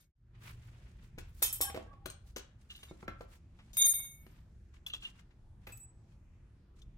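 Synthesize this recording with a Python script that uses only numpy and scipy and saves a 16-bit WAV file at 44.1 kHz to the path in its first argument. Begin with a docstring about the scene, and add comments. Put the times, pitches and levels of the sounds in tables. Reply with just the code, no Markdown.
"""A garage floor, close to a two-port camera microphone: a hammer drives a punch against brake caliper pins.
The spring clip bounces, the hammer is laid down, the punch rings as it rolls, pads rattle, a pin is dropped.
Knocks are noise cracks plus body modes; rods are wavering partials; scrapes are slips into resonances.
Gloves, cloth and a low rumble are banded noise. The level fades out at the start, then back in.
"""
import sys
import numpy as np
from scipy import signal
from scipy.io import wavfile
from scipy.ndimage import uniform_filter1d

SR = 44100
rng = np.random.default_rng(int(sys.argv[2]) if len(sys.argv) > 2 else 0)


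def dump(signal):
    """Clip the signal to [-1, 1] and save it as 16-bit WAV at the path in sys.argv[1]."""
    limited = np.clip(np.atleast_2d(signal).T, -1, 1)
    pcm = np.round(limited * 32767).astype(np.int16)
    wavfile.write(sys.argv[1], SR, pcm)


N = 307377
TIME_S = np.arange(N) / SR
LEFT_LEAD_S = 0.00018
MID_SIDE = np.array([[1], [-1]])


def undb(db):
    """Amplitude ratio of a level in dB."""
    return 10 ** (np.asarray(db) / 20)


def on_log_hz(table, hz):
    """Second column of a table, interpolated over log frequency."""
    table = np.array(table)
    return np.interp(np.log(hz), np.log(table[:, 0]), table[:, 1])


def band_noise(lo_hz, hi_hz, channels=2):
    """Unrelated noises of rms 1 in a band."""
    band = signal.butter(2, [lo_hz, hi_hz], "band", fs=SR, output="sos")
    x = signal.sosfilt(band, rng.standard_normal((channels, N)))
    return x / x.std()


def walk(rate_hz):
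    """Random levels held 1 / rate_hz and slewed twice; spread about 1.7."""
    hold = int(SR / rate_hz)
    steps = np.repeat(rng.standard_normal(N // hold + 1), hold)
    return 2.34 * uniform_filter1d(uniform_filter1d(steps, hold), hold)[:N]


def swell_shape(t, middle_s, length_s):
    """Bell-shaped rise and fall, length_s wide at 1/e."""
    return np.exp(-(2 * (t - middle_s) / length_s) ** 2)


# street and house rumble spectrum: f/Hz, relative density/dB per Hz
RUMBLE_SPECTRUM = [(15, -30), (25, -3), (60, 0.06), (94, -3), (200, -14), (256, -21), (450, -29),
                   (900, -34), (1500, -36), (4000, -47), (8500, -50), (10500, -60), (16000, -65)]
# bass level before trims: t/s, level/dB
RUMBLE_LEVEL = [(0.5, -55), (1.11, -57), (1.17, -52), (2.91, -63), (3.26, -52), (3.33, -58), (5.35, -61),
                (5.42, -55.5), (6.77, -63), (6.86, -52), (6.97, -55.5)]
# likeness of the two ports: f/Hz, likeness/0-1
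PORT_LIKENESS = [(50, 1), (150, 0.96), (400, 0.8), (1000, 0.31), (4000, 0.12)]
# hum swells before trim: middle t/s, length/s, level/dB
HUM_SWELLS = [(0.502, 0.66, -55.5), (1.597, 0.31, -61.5), (5.744, 0.1, -56.5)]
# droning bands before trim: f/Hz, width/Hz, level/dB
DRONES = [(61.3, 22, -66.5), (196, 12, -84.5), (346, 52, -84)]


def rumble(flicker_db=1.37, floor_db=-60, bands_trim_db=-9.5, trim_db=2.0):
    """Half-octave bands flicker alone, alike at both ports in the bass, where they swell; machines drone afar."""
    out = np.zeros((2, N))
    swell_db = np.interp(TIME_S, *np.transpose(RUMBLE_LEVEL)) - floor_db
    for hz in 25 * 2 ** np.arange(0, 9.3, 0.5):
        mid, side = band_noise(hz / 2 ** 0.25, hz * 2 ** 0.25)
        alike = np.clip(on_log_hz(PORT_LIKENESS, hz), 0, 1)
        pair = np.sqrt(1 + alike) * mid + np.sqrt(1 - alike) * side * MID_SIDE
        band_db = on_log_hz(RUMBLE_SPECTRUM, hz) + 10 * np.log10(hz / 60)  # density to band level
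        band_db = band_db + swell_db * np.clip(2 - hz / 100, 0, 1)
        out += undb(floor_db + bands_trim_db + band_db + flicker_db * walk(8.1)) * pair

    hum_size = undb(-72.5)
    for middle_s, length_s, db in HUM_SWELLS:
        hum_size = hum_size + undb(db) * swell_shape(TIME_S, middle_s, length_s)
    out += hum_size * np.sin(2 * np.pi * 118.2 * TIME_S + walk(6.1))
    for hz, width_hz, db in DRONES:
        drone = band_noise(hz - width_hz / 2, hz + width_hz / 2, channels=1)
        out += undb(db + 0.83 * walk(3.1)) * drone
    return undb(trim_db) * out


# glove and cloth rubs: middle t/s, length/s, level/dB at 3-9 kHz, relative/dB at .8-3 kHz, at 9-16 kHz
RUBS = [(0.001, 0.1, -66.5, -8.5, -17), (0.359, 0.045, -97.5, 25, -43.5), (0.478, 0.11, -67, 7.5, -2.5),
        (0.649, .1, -80, 4.5, -7), (0.83, 0.54, -83, 7.5, -13), (1.05, 0.055, -80, 0, -5),
        (1.27, 0.075, -86, 9.5, 0), (1.4, 0.12, -74.5, -2.5, 0), (2.291, 0.067, -75.5, -4.5, -7.5),
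        (2.628, 0.058, -84.5, 4.5, -7), (2.725, 0.042, -67.5, -12, -10), (2.831, 0.25, -73.5, -1.5, -20),
        (3.017, 0.063, -77, 2.5, -11), (3.224, 0.054, -77.5, -2.5, -6), (3.335, 0.075, -71.5, -0.5, -5),
        (3.661, 0.21, -83.5, 5.5, -28.5), (4.339, 0.19, -82.5, 5.5, -22.5), (4.761, 0.052, -82, 8, -22),
        (5.062, 0.093, -66, 0.5, -21), (5.187, 0.074, -80, 9.5, -13), (5.641, 0.063, -87, 6, -21),
        (6.12, 0.068, -85.5, 3.5, -21), (6.79, 0.054, -78, 1, -22.5)]


def rustle(grain_db=1.5):
    """Rubbing: short swells of noise in three bands, each grainy from quick slips."""
    out = np.zeros((2, N))
    bands = [undb(grain_db * walk(150)) * band_noise(lo_hz, hi_hz)
             for lo_hz, hi_hz in [(3000, 9000), (800, 3000), (9000, 16000)]]
    for s, length_s, db, mid_db, top_db in RUBS:
        span = slice(max(int((s - 1.4 * length_s) * SR), 0), int((s + 2.7 * length_s) * SR))
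        swell = np.sqrt(2) * undb(db) * swell_shape(TIME_S[span], s, length_s)
        noise = sum(undb(rel_db) * band[:, span] for band, rel_db in zip(bands, [0, mid_db, top_db]))
        out[:, span] += swell * noise
    return out


# crack bands: low f/Hz, high f/Hz
CRACK_BANDS = [(3000, 8000), (200, 800), (800, 3000), (8000, 16000)]


def crack_noise():
    """Noise for the cracks; the right port gets much of the left port's, a little later."""
    grit = np.array([band_noise(lo_hz, hi_hz) for lo_hz, hi_hz in CRACK_BANDS])
    alike = np.array([[0.8], [0.95], [0.85], [0.75]])
    late = np.roll(grit[:, 0], int(LEFT_LEAD_S * SR), axis=1)
    grit[:, 1] = alike * late + np.sqrt(1 - alike ** 2) * grit[:, 1]
    return grit


def knocks(events, modes, grit, rough=1, scatter=1, crack_rise_s=0.002, ring_rise_s=0.0003,
           detune=0, chatter_db=0, spread_db=2, stop_s=0.06, crack_db=-10):
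    """Each contact is a fading crack in four bands and rings the body's modes, in a new mix and phase."""
    out, t = np.zeros((2, N)), np.arange(SR // 4) / SR
    # loose parts tumble and chatter, so the size and phase of every mode wander
    wander, chatter = walk(160), walk(500)
    next_events = events[1:] + [[np.inf]]
    for (s, level_db, low_db, mid_db, top_db, t60_s, pan_db, *ring_db), after in zip(events, next_events):
        start = int(s * SR)
        span = slice(start, min(start + len(t), N))
        length = span.stop - start
        chatter_size_db = chatter_db * (1.5 - np.exp(-t / 0.0098)) * chatter[start % SR:][:len(t)]
        fade = (1 - np.exp(-t / crack_rise_s)) * undb(-60 * t / max(t60_s, 0.01) + chatter_size_db)
        band_sizes = undb([0, low_db, mid_db, top_db])
        crack = np.einsum("b,bcn->cn", band_sizes, grit[:, :, span])
        sound = undb(crack_db) * crack * fade[:length]

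        colour = [(500, low_db), (1500, mid_db), (5000, 0), (11000, top_db)]
        # the next contact damps what still rings
        damping_db = -60 * np.clip(t - (after[0] - s), 0, None) / stop_s
        envelope = (1 - np.exp(-t / ring_rise_s)) * undb(damping_db)
        for hz, db, mode_t60_s in modes:
            chance, (size_at, phase_at, turn) = rng.standard_normal(3), rng.random(3)
            hz = hz * (1 + detune * chance[2])  # held and loaded differently at every contact
            lead = 2 * np.pi * hz * LEFT_LEAD_S + min(hz / 4000, 1) * chance[1]
            size_walk = wander[int(size_at * (N - SR)):][:len(t)]
            phase_walk = wander[int(phase_at * (N - SR)):][:len(t)]
            mode_db = ring_db[0] + db + on_log_hz(colour, hz) + spread_db * chance[0]
            size = envelope * undb(mode_db + 2.2 * rough * size_walk - 60 * t / mode_t60_s)
            phase = 2 * np.pi * (hz * t + scatter * turn) + rough * phase_walk
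            sound += (size * np.sin(phase + np.array([[lead], [0]])))[:, :length]
        pan = undb(np.array([[pan_db / 2], [-pan_db / 2]]))
        out[:, span] += undb(level_db) * pan * sound
    return out


def rod(contacts, pitches_hz, partials, held_until_s=0, held_share=1, waver_hz=50, roll=3):
    """Every contact rings the partials anew; rolling makes them waver and shifts them between the ports."""
    out = np.zeros((2, N))
    for hz, (db, t60_s, side_db, waver_db) in zip(pitches_hz, partials):
        phase = 2 * np.pi * (hz * TIME_S + rng.random()) + waver_db / 6 * walk(waver_hz)
        side = undb(side_db) * np.cos(phase + roll * walk(27))
        size = np.sqrt(2) * undb(db + waver_db * walk(waver_hz))
        tone = size * (np.sin(phase) + side * MID_SIDE)
        for (s, *_, ring_db, favoured_hz, slope_db), after in zip(contacts, contacts[1:] + [[np.inf]]):
            span = slice(int(s * SR), int(min(s + 1, after[0] + 0.2) * SR))
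            t = TIME_S[span]
            ring_s = t60_s * (held_share if s < held_until_s else 1)
            # each ring takes over from the one before on a scale of 32 cycles
            rise = 1 - np.exp(-np.clip(t - s, 0, None) * hz / 32)
            cut = np.exp(-np.clip(t - after[0], 0, None) * hz / 32)
            pitch_db = -slope_db * abs(np.log2(hz / favoured_hz))
            out[:, span] += rise * cut * undb(ring_db + pitch_db - 60 * (t - s) / ring_s) * tone[:, span]
    return out


# punch contacts; the first row is a faint ring already sounding at the start: t/s, level/dB,
# relative/dB at .2-.8, .8-3, 8-16 kHz, crack t60/s, left minus right/dB,
# ring/dB, favoured f/Hz, slope/dB lost per octave
PUNCH_CONTACTS = [(0.003, -117.5, -13.5, -8, 4, 0.064, -24, -62, 2160, 1.1),
                  (2.705, -55, -28, -8, -19, 0.045, 23, -79, 5000, 1),
                  (2.757, -55.5, -26, -11, -9, 0.049, 18, -70, 9250, 2.4),
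                  (2.79, -60, -9, 5.5, -10, 0.027, 19, -58.5, 3700, 9.6),
                  (2.83, -52, 2.5, 4, -19, 0.047, 2, -65.5, 9250, 2),
                  (2.8824, -71, -8, 11.5, -18, 0.098, 18, -48.5, 3200, 17.5),
                  (2.918, -89.5, -1.5, -2.5, -2, 0.03, 2, -75, 3700, 14),
                  (3.731, -48.5, -12.5, -16, -12, 0.2, 6, -63, 6600, 1.6),
                  (3.769, -30, -30, -2, 12.5, 0.034, 5.5, -29, 10880, 5.2),
                  (3.795, -46.5, -22.5, -18.5, -1, 0.046, -3.5, -25, 5000, 9),
                  (3.819, -33.5, -22, -19.5, 1.5, 0.035, -3.5, -21.5, 4990, 13),
                  (3.853, -46.5, -16, 4, 13, 0.038, 0.5, -27, 9000, 7.1),
                  (3.8626, -35.5, -13.5, -9, 9, 0.056, 2, -29.5, 11000, 9),
                  (3.878, -55, -16, -6, 2, 0.03, -1, -27, 9250, 8.5),
                  (3.895, -52.5, -17, 1, 3.5, 0.0403, -4, -33.5, 9390, 8.5),
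                  (3.927, -47.5, -33, -3.5, 10.5, 0.02, 22, -51.5, 9250, 2.2),
                  (3.937, -39, -18, -3.5, -14, 0.021, 12, -37.5, 9430, 3.3),
                  (3.9928, -66, 4, 13, -16, 0.13, -2, -45.5, 2200, 0.93),
                  (4.045, -73, 13, 21, -20, 0.057, 1, -52, 2210, 1),
                  (4.2655, -67.5, 26.5, 22.5, -36, 0.025, 3, -80, 13000, 6.3)]
# punch pitches: f/Hz
PUNCH_HZ = [2211, 3681, 6602, 9252, 13074, 13177]
# punch partials, one row a pitch: level/dB, t60/s, side minus mid/dB, waver/dB
PUNCH_PARTIALS = [(-12, 1, -1, 1), (-2, 0.31, -4.5, 0.9), (-9.5, 0.39, 8, 3.5), (1, 0.42, -2.5, 1.06),
                  (-3, 0.4, -2, 2.5), (-1, 0.62, -4.5, 1)]


def punch_ticks(grit):
    """Cracks of the punch's contacts."""
    return knocks(PUNCH_CONTACTS, [], grit, crack_rise_s=0.0005, chatter_db=2.5)


def punch_ring():
    """Partials of the loose steel punch; until 3.5 s fingers shorten its ring."""
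    return rod(PUNCH_CONTACTS, PUNCH_HZ, PUNCH_PARTIALS, held_until_s=3.5, held_share=0.36, waver_hz=75)


# hammer blows: t/s, level/dB, relative/dB at .2-.8, .8-3, 8-16 kHz, crack t60/s, left minus right/dB, ring/dB
BLOWS = [(1.1785, -58, 17.5, 11, -6, 0.026, 2, -2.5), (1.183, -39, -9.5, 3.5, -5, 0.06, 2.5, -1.5),
         (2.0576, -32.5, -0.5, 2, -0.5, 0.045, 6.4, -4.5), (2.1003, -39, -32, -9, -1, 0.017, 0.25, 6),
         (2.1055, -43.5, -32, -15, -5, 0.06, 0.25, -9), (2.3615, -33.5, -6.5, -2.5, -7, 0.087, 3, 4.5)]
# caliper modes: f/Hz, level/dB, t60/s
CALIPER_MODES = [(340, -2, .045), (480, -2, .04), (1440, -8, .03), (2310, -9, .02), (2950, -7, .018),
                 (4170, -10, .016), (5240, -13, .014), (6400, -10, .016), (8520, -11, .016),
                 (13100, -11, .022)]


def caliper_blows(grit):
    """Blows crack and ring the caliper's short-lived modes."""
    return knocks(BLOWS, CALIPER_MODES, grit, rough=1.3, ring_rise_s=0.00073, detune=0.02, chatter_db=2.5)


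# clip bounces: t/s, level/dB, relative/dB at .2-.8, .8-3, 8-16 kHz, crack t60/s, left minus right/dB, ring/dB
SPRING_BOUNCES = [(1.421, -36, 9, 6, 4, 0.029, 1.5, -12), (1.425, -24.5, -15.5, -3, 5.5, 0.075, -0.5, -11),
                  (1.5265, -46.5, -35, -2, 17.5, 0.14, 0.5, -8),
                  (1.6052, -35.5, 10.5, 4.5, -19, 0.021, 0, -18.5),
                  (1.6112, -30.5, -19, -2.5, 9, 0.071, 0.5, -11),
                  (1.6985, -53, 19, 23.5, 13, 0.035, -0.5, -24),
                  (1.7444, -54.5, 25.5, 20.5, 2, 0.048, 1.5, -14),
                  (1.761, -49, 19.5, 13.5, -2, 0.045, -4, -19), (1.7735, -58, 26, 19, -6, 0.022, -1, -12.5),
                  (1.8225, -56, 12.5, -14, -14, 0.068, 4, -27), (1.862, -69.5, 23, 5, -9, 0.066, 0, -18),
                  (1.9297, -73.5, 26, 22, -13, 0.051, 3, -15)]
# clip modes: f/Hz, level/dB, t60/s
SPRING_MODES = [(285, -6.5, 0.0592), (489, 0, 0.04), (592.4, 1, 0.059), (1790, -6, 0.13),
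                (2540, -8.5, 0.15), (3144, -4, 0.4), (3594, -4.5, 0.2), (4080, -10.5, 0.22),
                (4500, -1.5, .07), (4936, -10.5, 0.17), (5433, -6.5, 0.32), (6310, -9, 0.24),
                (6705, -11, 0.171), (7000, -4.5, 0.12), (7716, -0.5, 0.22), (8300, -5, 0.23),
                (8710, -1.5, 0.13), (9000, -2, 0.17), (9590, -4.5, .3), (10350, -11.5, 0.26),
                (11550, -1, 0.19), (12020, 1.5, .15), (12550, -4.5, 0.11), (13320, -10.5, 0.15),
                (13705, -12.5, .28), (14440, -12, .12), (15540, -4, .13)]


def spring_bounces(grit, lesser_count=30):
    """The thin sheet rings strong modes and many weaker ones scattered through the treble."""
    places = (np.arange(lesser_count) + rng.random(lesser_count)) / lesser_count
    lesser_modes = [(hz, -9.5, 0.12) for hz in 2600 + 13000 * places]
    return knocks(SPRING_BOUNCES, SPRING_MODES + lesser_modes, grit, rough=0.7, crack_rise_s=0.0007,
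                  detune=0.002, chatter_db=2.0)


# clip rocking to rest: t/s, ring/dB, favoured f/Hz, slope/dB lost per octave
SPRING_ROCKS = [(1.605, -30, 800, 24), (1.643, -44, 800, -4), (1.665, -43, 810, -5.5),
                (1.70, -55, 1120, 23), (1.76, -43.5, 1040, 24), (1.825, -63, 1000, 13),
                (1.872, -44, 1105, 27), (2.04, -61, 795, 28)]
# arm pitches: f/Hz
SPRING_ARM_HZ = [795, 1122, 1610]
# arm partials, one row a pitch: level/dB, t60/s, side minus mid/dB, waver/dB
SPRING_ARM_PARTIALS = [(-12, 0.94, -5.5, 2.8), (-12, 0.4, -4.5, 2.5), (-9.5, 0.17, 0.5, 2.7)]


def spring_arms():
    return rod(SPRING_ROCKS, SPRING_ARM_HZ, SPRING_ARM_PARTIALS, waver_hz=110)


# steel over steel: start t/s, loudest t/s, end t/s, rate/slips per s, level/dB at these three times,
# favoured f/Hz, slope/dB lost per octave
SCRAPES = [(2.694, 2.702, 2.745, 512, -60, -43, -62, 2800, 3.3),
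           (2.749, 2.749, 2.79, 500, -62, -44, -59, 4100, 7.4),
           (2.785, 2.797, 2.83, 396, -59, -58, -62, 3600, 8),
           (2.83, 2.842, 2.875, 400, -43, -50, -73, 3500, 2.9),
           (4.866, 4.885, 4.924, 490, -55, -46.5, -47, 2990, 3.5),
           (4.922, 4.93, 5.015, 600, -52, -38, -66, 3500, 13),
           (5.021, 5.05, 5.12, 873, -56, -34, -73, 2830, 7.3)]
# scraped resonances: f/Hz, width/Hz, level/dB
SCRAPE_RESONANCES = [(1200, 85, -5), (1626, 280, -7), (2810, 72, 13.5), (3200, 240, 4.5), (3540, 60, 7.5),
                     (4000, 86, 4.5), (4590, 90, -4.5), (6100, 90, -5.5)]


def scrapes(scatter_db=2):
    """Uneven stick-slip clicks into a few resonances, most of them narrow."""
    rung, catching = np.zeros(N), undb(1.5 * walk(200))  # the scrape catches and lets go
    for start_s, loudest_s, end_s, rate_hz, *levels_db, favoured_hz, slope_db in SCRAPES:
        span = slice(int(start_s * SR), int(end_s * SR))
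        chance = rng.random((2, span.stop - span.start))
        level_db = np.interp(TIME_S[span], [start_s, loudest_s, end_s], levels_db)
        size = undb(level_db - scatter_db * np.log(chance[1])) * np.sqrt(SR / rate_hz)
        slips = (chance[0] < rate_hz / SR) * size * catching[span]
        slips = np.pad(slips, (0, SR // 20))  # room to ring out
        for k, (hz, width_hz, db) in enumerate(SCRAPE_RESONANCES):
            gain = (-1) ** k * undb(db - slope_db * abs(np.log2(hz / favoured_hz)))
            resonance = signal.lfilter(*signal.iirpeak(hz, hz / width_hz, SR), slips)
            rung[span.start:span.start + len(slips)] += gain * resonance
    return np.array([rung, np.roll(rung, int(LEFT_LEAD_S * SR))])


# hammer contacts: t/s, level/dB, relative/dB at .2-.8, .8-3, 8-16 kHz, crack t60/s, left minus right/dB, ring/dB
HAMMER_CONTACTS = [(2.9118, -65, 22, 2, -12, 0.028, 0.086, 1.5),
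                   (3.0275, -63.5, 33.8, 14, -28, 0.029, 1.0, -5.5),
                   (3.0795, -55.5, 22.8, 23.3, 7, 0.035, 0.97, -1),
                   (3.2081, -54, 22.6, 11.2, -9, 0.049, 0.74, -11)]
# hammer modes: f/Hz, level/dB, t60/s
HAMMER_MODES = [(184, -2.5, .04), (342, -2, 0.035), (524, -5, 0.022), (820, -7, 0.035), (1110, -0.5, 0.037),
                (1352, -5, 0.13), (1580, 0.5, 0.024), (2100, -2, 0.052), (2350, -5, 0.046), (4050, -9, .1)]


def hammer_down(grit):
    """The hammer laid down: low modes with little scatter in phase."""
    return knocks(HAMMER_CONTACTS, HAMMER_MODES, grit, rough=0.3, scatter=0.2, crack_rise_s=0.00042)


# pad rattles: t/s, level/dB, relative/dB at .2-.8, .8-3, 8-16 kHz, crack t60/s, left minus right/dB, ring/dB
PAD_RATTLES = [(3.5872, -71, 14, 23.5, -11.5, 0.14, 0.5, -19), (4.7386, -57, -9, 3.5, -25, 0.058, 12, -15),
               (4.7646, -76.5, 0, -8, -21, 0.024, 5, -4.5), (4.8635, -38, -47, -5.5, -1.5, 0.11, 1.5, 8.5),
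               (4.9349, -39, -9.5, -0.5, -9, 0.12, 1.9, 10.5), (5.0265, -47, -20, 1.5, -10, 0.1, 6, -6),
               (5.1916, -48, -25, 3.5, -22, 0.037, 7.6, -27), (5.3066, -73, -1.5, 20, -25, 0.058, 7, -4),
               (6.8175, -51, -26, -43, -12, 0.052, 8, 10.5)]
# pad modes: f/Hz, level/dB, t60/s
PAD_MODES = [(1185, -13, 0.039), (2420, -14.5, 0.029), (2730, -11.5, 0.067), (3174, -2, 0.027),
             (3460, -0.5, 0.036), (3976, -10, 0.032), (5990, -7.5, 0.016)]


def pad_rattles(grit):
    """Loose pads knock with a soft onset and rough, short modes."""
    return knocks(PAD_RATTLES, PAD_MODES, grit, rough=1.17, crack_rise_s=0.0037, ring_rise_s=0.0022,
                  detune=0.012)


# pin contacts: t/s, level/dB, relative/dB at .2-.8, .8-3, 8-16 kHz, crack t60/s, left minus right/dB,
# ring/dB, favoured f/Hz, slope/dB lost per octave
PIN_CONTACTS = [(5.668, -52.5, 17.5, 19, 9, 0.054, -0.5, -58, 11900, 40),
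                (5.69, -60.5, 12, 17.5, 11, 0.085, 2, -87.5, 2600, 1.5),
                (5.7196, -52.5, 0, -20, 5.5, 0.075, -2, -61, 4550, 1.8),
                (5.772, -63, -22.5, -6, 25.5, 0.041, 2, -70, 12000, 4.1),
                (5.797, -74, -8, -7, 0, 0.03, 0, -57, 7740, 11),
                (5.83, -75, -8, -5, 0, 0.026, -2, -58.5, 7660, 15),
                (5.857, -82, -10, -1, 0, 0.03, 0, -76.5, 7800, 24)]
# pin pitches: f/Hz
PIN_HZ = [2594, 7826, 11910, 14550]
# pin partials, one row a pitch: level/dB, t60/s, side minus mid/dB, waver/dB
PIN_PARTIALS = [(14, 0.088, -9, 1.7), (6.5, 0.39, 0.5, 2.4), (-10.5, 0.18, -6.5, 4.7), (-5, 0.27, 1, 2.3)]


def pin_ticks(grit):
    """Cracks of the dropped pin's contacts."""
    return knocks(PIN_CONTACTS, [], grit, chatter_db=1.0)


def pin_ring():
    """Partials of the dropped pin."""
    return rod(PIN_CONTACTS, PIN_HZ, PIN_PARTIALS)


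# wall reverberation: f/Hz, t60/s
GARAGE_T60 = [(200, 0.19), (1000, 0.39), (4000, 0.33), (12000, 0.075)]


def garage(x, level_db=-7):
    """Walls answer after a few ms with a noise tail, shortest in the top treble, different at each port."""
    t, tail = np.arange(SR) / SR, np.zeros((2, SR))
    for hz in 180 * 2.0 ** np.arange(7):
        t60_s = on_log_hz(GARAGE_T60, hz)
        noise = band_noise(hz / np.sqrt(2), min(hz * np.sqrt(2), 20000))[:, :SR]
        tail += np.sqrt(hz / t60_s) * noise * undb(-60 * t / t60_s)
    tail *= 1 - np.exp(-(t / 0.0046) ** 2)
    tail /= np.sqrt((tail ** 2).sum(1, keepdims=True))
    return undb(level_db) * signal.fftconvolve(x, tail, axes=1)[:, :N]


def fade(dark_s=0.125, light_s=0.15, length_s=0.3, power=0.94):
    """Gain falling to silence at dark_s and rising from light_s."""
    distance_s = np.maximum(dark_s - TIME_S, TIME_S - light_s)
    return np.clip(distance_s / length_s, 0, 1) ** power


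def scene():
    """Sum all sources; the walls answer the knocks, rattles and scrapes only."""
    grit = crack_noise()
    hits = (punch_ticks(grit) + caliper_blows(grit) + spring_bounces(grit)
            + hammer_down(grit) + pin_ticks(grit))
    handling = scrapes() + pad_rattles(grit)
    rings = punch_ring() + spring_arms() + pin_ring()
    # rattles and scrapes reach the walls more weakly than the knocks
    walls = garage(hits + undb(-13) * handling)
    return fade() * (rumble() + rustle() + hits + handling + rings + walls)


def record(dry, top_hz=16300):
    """The camera cuts the top."""
    return signal.sosfilt(signal.ellip(8, 0.2, 70, top_hz, fs=SR, output="sos"), dry)


dry = scene()
out = record(dry)
dump(out)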